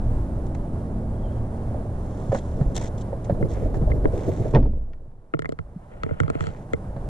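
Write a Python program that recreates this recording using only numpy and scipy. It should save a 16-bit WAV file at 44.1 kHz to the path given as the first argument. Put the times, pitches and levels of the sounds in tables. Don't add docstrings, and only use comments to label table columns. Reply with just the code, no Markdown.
import sys
import numpy as np
from scipy import signal
from scipy.fft import rfft, irfft, next_fast_len
from scipy.io import wavfile

SR = 44100
rng = np.random.default_rng(int(sys.argv[2]) if len(sys.argv) > 2 else 0)


def transcribe(u):
    v = np.clip(np.atleast_2d(u).T, -1, 1)
    q = np.round(v * 32767).astype(np.int16)
    wavfile.write(sys.argv[1], SR, q)


N = 312648
PADDED = next_fast_len(N)

# f/Hz, left minus right/dB, phase by which left leads/rad, likeness/0-1
PORT_RESPONSE = [(60, -.5, 0, .99), (360, -1, -.1, .97), (500, -3.5, -.1, .95), (640, -5.5, 0, .92),
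                 (780, -9, .6, .9), (950, -6, 1.3, .9), (1250, -1, 1.55, .75), (1950, 3, 1.4, .85),
                 (2450, 4, .4, .45), (3100, -1, -.2, .8), (4200, 0, -.1, .75), (7500, 1, 2.5, .3),
                 (12000, -1, 3, .1)]


def from_db(db):
    return 10 ** (np.asarray(db) / 20)


def rms_one(x):
    return x / np.sqrt(np.mean(x ** 2) + 1e-20)


def in_time(rows):
    t_s, level = np.transpose(rows)
    return np.interp(np.arange(N) / SR, t_s, level)


def at_hz(points, hz, axis=1):
    points = np.array(points)
    return np.interp(np.log(hz), np.log(points[:, 0]), points[:, axis])


def grid_hz():
    return np.maximum(np.arange(PADDED // 2 + 1) * SR / PADDED, 1)


def drift(corner_hz):
    pole = np.exp(-2 * np.pi * corner_hz * 40 / SR)
    noise = rng.standard_normal(N // 40 + 2002)
    slow = signal.lfilter([1], [1, -2 * pole, pole * pole], noise)[2000:]
    return np.interp(np.arange(N) / 40, np.arange(len(slow)), rms_one(slow))


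def ring(clicks, hz, t60_s):
    r, w = from_db(-60 / (t60_s * SR)), 2 * np.pi * hz / SR
    return signal.lfilter([0, np.sin(w)], [1, -2 * r * np.cos(w), r * r], clicks + 1e-18)


def dying(clicks, t60_s):
    return signal.lfilter([1], [1, -from_db(-60 / (t60_s * SR))], clicks + 1e-18)


def clicks_at(times_s, sizes):
    out = np.zeros(N)
    out[np.round(np.asarray(times_s) * SR).astype(int)] = sizes
    return out


def air_noise(spectrum, likeness=1):
    hz = grid_hz()
    alike = np.clip(likeness * at_hz(PORT_RESPONSE, hz, axis=3), 0, 1)
    mid, side = rfft(rng.standard_normal((2, PADDED))) * from_db(at_hz(spectrum, hz))
    pair = np.sqrt(1 + alike) * mid + np.sqrt(1 - alike) * side * [[1], [-1]]
    return rms_one(irfft(pair, PADDED)[:, :N])


def turn(pair, balance_db, lead_rad):
    half = from_db(balance_db / 2) * np.exp(.5j * lead_rad)
    return irfft(rfft(pair, PADDED) * [half, 1 / half], PADDED)[:, :N]


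def wind():
    # f/Hz, relative density/dB per Hz
    buffet = [(8, -15), (18, 22), (30, 17.5), (50, 22), (80, 9.5), (130, 7), (250, -62.5)]
    # t/s, level/dB
    gusts = [(0, -19), (.7, -32.5), (1.3, -32.5), (2.3, -42.5), (3.0, -44), (3.53, -30.5), (3.9, -20.5),
             (4.28, -35.5), (4.5, -29.5), (4.9, -43.5), (5.15, -52.5), (6.0, -46.5), (6.65, -47.5),
             (7.09, -28.5)]
    return from_db(in_time(gusts) + 2.85 * drift(3.5)) * air_noise(buffet)


def traffic():
    # f/Hz, relative density/dB per Hz
    roar = [(35, 0.5), (60, -5), (103, -1), (140, -4.5), (172, -11.5), (189, -3.5), (220, -13.5),
            (447, -16), (616, -15.5), (1300, -43), (1690, -85.5)]
    # f/Hz, relative density/dB per Hz
    upper_roar = [(470, -10), (800, -5), (997, -6.5), (1240, -11), (1590, -15.5), (2520, -30), (3180, -32),
                  (4820, -35), (9800, -31), (13500, -48.5), (14800, -68)]
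    # t/s, share/0-1
    muffling = [(4.5, 0), (4.62, 0.75), (5.15, 1), (6.0, 0.47), (7.09, 0.04)]
    open_db, upper_open_db = -30, -47.5
    loss_db, upper_loss_db = 25.5, 19
    muffled = in_time(muffling)
    out = from_db(open_db - loss_db * muffled + drift(46)) * air_noise(roar)
    return out + from_db(upper_open_db - upper_loss_db * muffled + drift(4.2)) * air_noise(upper_roar)


def idling_engine():
    # multiple of firing rate, relative level/dB
    orders = [(4, -34), (6, -34), (9, -42), (12, -39.5), (14, -42.5), (15, -48.5), (17, -46.5), (20, -48)]
    firing_hz, door_shut_s, shut_ramp_s = 18.5, 4.55, 0.087
    start_db, fade_db_per_s, shut_db = 4, 2.5, -18
    t = np.arange(N) / SR
    firing_phase = 2 * np.pi * np.cumsum(firing_hz * (1 + 0.00389 * drift(1.07))) / SR
    shut = np.clip((t - door_shut_s) / shut_ramp_s, 0, 1)
    idle_db = start_db - fade_db_per_s * t + shut_db * shut
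    out = np.zeros(N)
    for order, level_db in orders:
        gain = from_db(level_db + idle_db + 2.65 * drift(3.4))
        out += gain * np.sin(round(order) * firing_phase + rng.uniform(0, 2 * np.pi))
    return out


def bird():
    start_s, length_s, level_db = 1.13, .28, -68
    start_hz, fall_hz_per_s = 3330, 1200
    since_s = np.arange(N) / SR - start_s
    arch = np.sin(np.pi * np.clip(since_s / length_s, 0, 1))
    hz = start_hz - fall_hz_per_s * np.clip(since_s, 0, 1) + 110 * drift(35)
    return arch * from_db(level_db + 5 * drift(45)) * np.sin(2 * np.pi * np.cumsum(hz) / SR)


def scuffing():
    # start/s, length/s, hiss/dB, body/dB
    strokes = [(0.464, 0.014, -58, -66), (0.546, 0.011, -55, -37.5), (1.974, 1, -63, -62),
               (2.318, 0.021, -54, -41), (2.336, 0.065, -48.5, -42), (2.746, 0.007, -45, -47),
               (2.753, 0.0093, -36, -34.5), (2.763, 0.01, -30, -27), (2.774, 0.011, -35, -34.5),
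               (2.777, 0.043, -48.5, -41), (2.81, 0.04, -46, -39), (2.839, 0.05, -47.5, -40),
               (2.975, 0.034, -53.5, -54), (3.008, 0.02, -51, -68), (3.24, 0.033, -56, -46),
               (3.483, 0.068, -53.5, -67), (3.503, 0.22, -63.5, -44), (3.736, 0.049, -58, -49),
               (4.109, 0.49, -56, -44.5), (6.4, 0.045, -57, -45), (6.47, 0.19, -67, -49)]
    # f/Hz, relative density/dB per Hz
    hiss_colour = [(2000, -30.5), (3300, -2.5), (3650, -3.5), (4000, -6), (4800, -11), (5600, -3),
                   (6400, -2.5), (7400, -1), (8800, -14.5), (10500, -21), (15000, -55)]
    # f/Hz, relative density/dB per Hz
    body_colour = [(400, 6.5), (850, 8.5), (1150, -1.5), (1400, -2.5), (2050, -2), (2700, -14), (5000, -38)]
    # t/s, level/dB
    shuffle_level = [(2.2, -76), (2.6, -34), (3.27, -58), (3.31, -28), (3.65, -30.5), (3.9, -29.5),
                     (4.15, -30.5), (4.3, -27.5), (4.46, -24.5), (4.5, -37.5), (5.15, -59)]
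    # f/Hz, relative density/dB per Hz
    seat_colour = [(40, -1), (110, 7.5), (200, -3), (450, -3.5), (650, -8), (1000, -54)]
    rise_share = .25
    snaps_per_s, crackle_share = 1100, .4
    seat_likeness = .85

    t, hiss, body = np.arange(N) / SR, np.zeros(N), np.zeros(N)
    for s, length_s, hiss_db, body_db in strokes:
        stroke = np.interp(t, [s, s + length_s * rise_share, s + length_s], [0, 1, 0]) ** .5
        hiss += from_db(hiss_db) * stroke
        body += from_db(body_db) * stroke

    snap_db = 4 * np.minimum(rng.exponential(1, N), 4)
    snaps = (rng.random(N) < snaps_per_s / SR) * from_db(snap_db)
    crackle = 1 - crackle_share + crackle_share * rms_one(dying(snaps, .004))
    hiss *= crackle * from_db(2 * drift(120))
    body *= crackle * from_db(2 * drift(90))
    shuffle = from_db(in_time(shuffle_level) + 4.4 * drift(22)) * air_noise(seat_colour, seat_likeness)
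    return hiss * air_noise(hiss_colour) + body * air_noise(body_colour) + shuffle


def thumps():
    # t/s, ring level before dulling/dB, ring f/Hz, crack/dB
    knocks = [(1.744, -23.5, 610, -54), (1.754, -11, 94, -64), (2.292, -5, 111, -69),
              (2.319, -19.5, 594, -25), (2.328, -8, 546, -57), (2.347, -18.5, 640, -21),
              (2.611, -4, 137.8, -30.5), (2.66, 0, 38.32, -58), (3.129, -18.5, 550, -43),
              (3.296, -11, 556, -27), (3.302, -13, 179, -53), (3.321, -11, 105, -70),
              (3.742, -26, 639, -31), (3.817, -7.5, 147, -37), (3.875, -18.5, 610, -55),
              (3.901, -13, 90, -29.5), (3.963, -4, 53, -50), (4.044, -22, 391, -34.5),
              (4.446, -23, 428, -34.5), (5.075, -31.5, 113, -77), (5.76, -20.5, 172, -83),
              (6.964, -19, 140, -35)]
    # f/Hz, relative density/dB per Hz
    crack_colour = [(300, -1.5), (650, 15.5), (1100, -0.5), (1800, -2.5), (2400, -21), (4000, -23),
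                    (12000, -53)]
    t60_at_100_hz_s, t60_slope = 0.066, -0.12
    crack_rise_s, crack_t60_s = 0.00068, 0.082

    out, crack = np.zeros((2, N)), air_noise(crack_colour)
    t = np.arange(SR // 3) / SR
    for s, level_db, hz, crack_db in knocks:
        i = round(s * SR)
        n = min(len(t), N - i)
        t60_s = t60_at_100_hz_s * (hz / 100) ** t60_slope
        wobble = rms_one(signal.lfilter([1], [1, -1.96, .9604], rng.standard_normal(len(t))))
        phase = 2 * np.pi * hz * t + .45 * np.minimum(hz / 500, 1) * wobble
        attack = np.minimum(t * hz * 1.94, 1)
        tone = from_db(level_db - 60 * t / t60_s) * attack * np.sin(phase)
        padding = signal.butter(4, 1.4 * hz + 150, fs=SR, output="sos")
        tone = signal.sosfilt(padding, tone)
        crack_level = np.minimum(t / crack_rise_s, 1) * from_db(crack_db - 60 * t / crack_t60_s)
        out[:, i:i + n] += tone[:n] + crack_level[:n] * crack[:, i:i + n]
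    return out


def door():
    # t/s, panel/dB, latch/dB
    contacts = [(4.536, -5.5, -17), (4.548, -3.5, 7), (4.556, -2.5, -1), (4.564, -10.5, -10),
                (4.6, -29, -17.5), (4.626, -17.5, -15.5), (4.656, -18.5, -27), (4.73, -27, -33),
                (4.933, -40, -20.5)]
    # f/Hz, relative level/dB, t60/s
    shake_bands = [(56.6, -24.5, 0.89), (118, -20, 0.31), (226, -27, 0.45), (482, -20.5, 0.15),
                   (820, -25.5, 0.081), (1460, -37, 0.061), (2200, -37, 0.026), (3170, -50.5, 0.05),
                   (4970, -45.5, 0.028)]
    # f/Hz, relative level/dB, t60/s
    skin_modes = [(133, -4, 0.11), (212.5, -12.5, 0.11), (327, -18.5, 0.13), (429, -10.5, 0.067),
                  (586, -20.5, 0.091), (910, -24.5, .04), (1017, -26, 0.058), (1440, -39, 0.026),
                  (1854, -31.5, 0.033), (2370, -37, 0.015), (3410, -40, .016)]
    # f/Hz, relative level/dB, t60/s
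    cabin_modes = [(16.85, -14.5, 1.26), (32.4, -36, 1.2)]
    latch_from_hz = 1100

    times_s, panel_db, latch_db = np.transpose(contacts)
    panel, latch = clicks_at(times_s, from_db(panel_db)), clicks_at(times_s, from_db(latch_db))
    out = np.zeros(N)
    for hz, level_db, t60_s in shake_bands:
        band = signal.butter(2, [hz / 1.344, hz * 1.21], "band", fs=SR, output="sos")
        shaking = dying(panel if hz < latch_from_hz else latch, t60_s) * rng.standard_normal(N)
        out += from_db(level_db) * np.sqrt(SR / hz) * signal.sosfilt(band, shaking)

    alternating = (-1) ** np.arange(len(times_s))
    for hz, level_db, t60_s in skin_modes:
        hit_db = (panel_db if hz < latch_from_hz else latch_db) + 1.5 * rng.standard_normal(len(times_s))
        hit_s = times_s + .003 * rng.random(len(times_s))
        blows = clicks_at(hit_s, from_db(hit_db) * alternating)
        seals = signal.butter(1, [hz / 1.4, hz * 1.4], "band", fs=SR, output="sos")
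        out += from_db(level_db) * signal.sosfilt(seals, ring(blows, hz, t60_s))

    soft = signal.lfilter([.01], [1, -.99], panel)
    for hz, level_db, t60_s in cabin_modes:
        out += from_db(level_db) * ring(soft, hz, t60_s)
    return out


def housing():
    # t/s, click/dB, edge re click/dB, push on body/dB, ping re click/dB, jolt of mount/dB
    ticks = [(3.4255, -49.5, -23, -37.5, 6, -36.5), (3.916, -42.5, -28, -43, 5.5, -48),
             (4.0544, -41, -42, -28, -17, -39.5), (5.3375, -36.5, -36, -41, -10, -43.5),
             (5.3435, -46.5, -38, -35.5, -14, -43.5), (5.369, -60, -36, -57, -13, -58),
             (5.391, -45, -10, -44, -2, -51), (5.42, -45, -14, -47.5, -4, -50.5),
             (5.445, -45, -38, -49, -15, -53), (5.4557, -41, -22, -52, 2, -62),
             (5.491, -51.5, -7, -41, -5, -54), (5.521, -53, -9, -42.5, -7, -53.5),
             (5.5883, -44.5, -21, -48, -12, -47), (6.0333, -38.5, -15, -43.5, -12, -44),
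             (6.063, -53, -30, -41.5, -8, -48), (6.0906, -49.5, -30, -48, 3.5, -59),
             (6.1092, -52, -37, -40, -3, -39), (6.201, -33, -15, -34, -10, -33.5),
             (6.2152, -62, -22, -47, -9, -42.5), (6.2329, -50, -15, -46, -6, -37),
             (6.279, -48, -18, -45, -13, -47), (6.3001, -39, -13.5, -37, -21, -47),
             (6.3522, -49, -19, -40.5, -8, -43.5), (6.4066, -42.5, -14.5, -47, -5, -38.5),
             (6.4391, -44, -18, -48, -14, -48), (6.468, -47, -8, -46, -10, -43),
             (6.7331, -42.5, -11.5, -32, 10, -40.5)]
    # start/s, length/s, level/dB, edge re level/dB
    rubs = [(5.72, 1, -37.5, -47), (6.38, 0.14, -33, -30.5)]
    # f/Hz, left/dB, right/dB, t60/s
    mount_modes = [(90, -14, -2.5, 0.063), (152, -12, -2.5, 0.092)]
    # f/Hz, left/dB, right/dB, t60/s
    body_modes = [(284, -7, 1.5, 0.024), (454, 5.5, 1, 0.051), (607, 8.5, 6, 0.025)]
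    # f/Hz, left/dB, right/dB, t60/s
    click_modes = [(770, 4, 4.5, 0.013), (1080, 2.5, 5, 0.012), (1340, 11, 7, 0.014),
                   (1910, 5, 6.5, 0.0063), (2660, -8, -6.5, 0.005)]
    # f/Hz, left/dB, right/dB, t60/s
    ping_modes = [(2090, -2, -3, 0.023), (2210, -5, -7, 0.012)]
    # f/Hz, left/dB, right/dB, t60/s
    edge_modes = [(3220, 11, 8, 0.0064), (4320, -4, 7, 0.0075), (5660, 4, -7, 0.0013),
                  (7520, -7, 16, 0.0017)]
    # f/Hz, phase by which left leads/rad
    capsule_lead = [(100, 2.28), (900, 2.73), (1800, 1.98)]
    tick_rise_s = 0.00066

    t = np.arange(N) / SR
    times_s, click_db, edge_db, body_db, ping_db, jolt_db = np.transpose(ticks)
    slips = (rng.random(N) < 3000 / SR) * rng.standard_normal(N) * from_db(3 * drift(20))
    dull, sharp = np.zeros(N), np.zeros(N)
    for s, length_s, level_db, sharp_db in rubs:
        arch = np.sin(np.pi * np.clip((t - s) / length_s, 0, 1)) ** 2
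        dull += slips * from_db(level_db) * arch
        sharp += slips * from_db(level_db + sharp_db) * arch

    # modes, tick level/dB, rub drive, burst t60/s
    groups = (("mount", mount_modes, jolt_db, 0, .006),
              ("body", body_modes, body_db, from_db(-21) * dull, .006),
              ("click", click_modes, click_db, from_db(-26) * dull, .007),
              ("ping", ping_modes, click_db + ping_db, from_db(-48) * dull, .008),
              ("edge", edge_modes, click_db + edge_db, sharp, .008))
    out, rise_pole = np.zeros((2, N)), np.exp(-1 / (tick_rise_s * SR))
    for name, modes, hit_db, rub, burst_t60_s in groups:
        group = np.zeros((2, N))
        for hz, left_db, right_db, t60_s in modes:
            sizes = from_db(hit_db + 2 * rng.standard_normal(len(times_s)))
            burst = dying(clicks_at(times_s, sizes), burst_t60_s)
            burst = signal.lfilter([1 - rise_pole], [1, -rise_pole], burst)
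            if name == "ping":
                chatter = .2 * np.cos(2 * np.pi * hz * t)
            elif name in ("mount", "body"):
                hold = SR // 20
                chatter = np.repeat(np.sign(rng.standard_normal(N // hold + 1)), hold)[:N]
            else:
                channels = 2 if name == "edge" else 1
                chatter = np.sign(rng.standard_normal((channels, N)))
            group += from_db([[left_db], [right_db]]) * ring(burst * chatter + rub, hz, t60_s)
        limits_hz = [modes[0][0] * 0.81, modes[-1][0] * 1.16]
        out += signal.sosfilt(signal.butter(3, limits_hz, "band", fs=SR, output="sos"), group)
    return turn(out, 0, at_hz(capsule_lead, grid_hz()))


def scene():
    air = wind() + traffic() + idling_engine() + bird() + scuffing() + thumps() + door()
    hz = grid_hz()
    through_ports = turn(air, at_hz(PORT_RESPONSE, hz, axis=1), at_hz(PORT_RESPONSE, hz, axis=2))
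    return through_ports + housing()


def record(dry):
    hiss_drive_db, stop_hz = -101.5, 15000
    hiss = from_db(hiss_drive_db) * signal.lfilter([1], [1, -.7], rng.standard_normal((2, N)))
    rounded = 0.58 * np.tanh((dry + hiss) / 0.59)
    return signal.sosfilt(signal.cheby2(12, 70, stop_hz, fs=SR, output="sos"), rounded)


dry = scene()
out = record(dry)
transcribe(out)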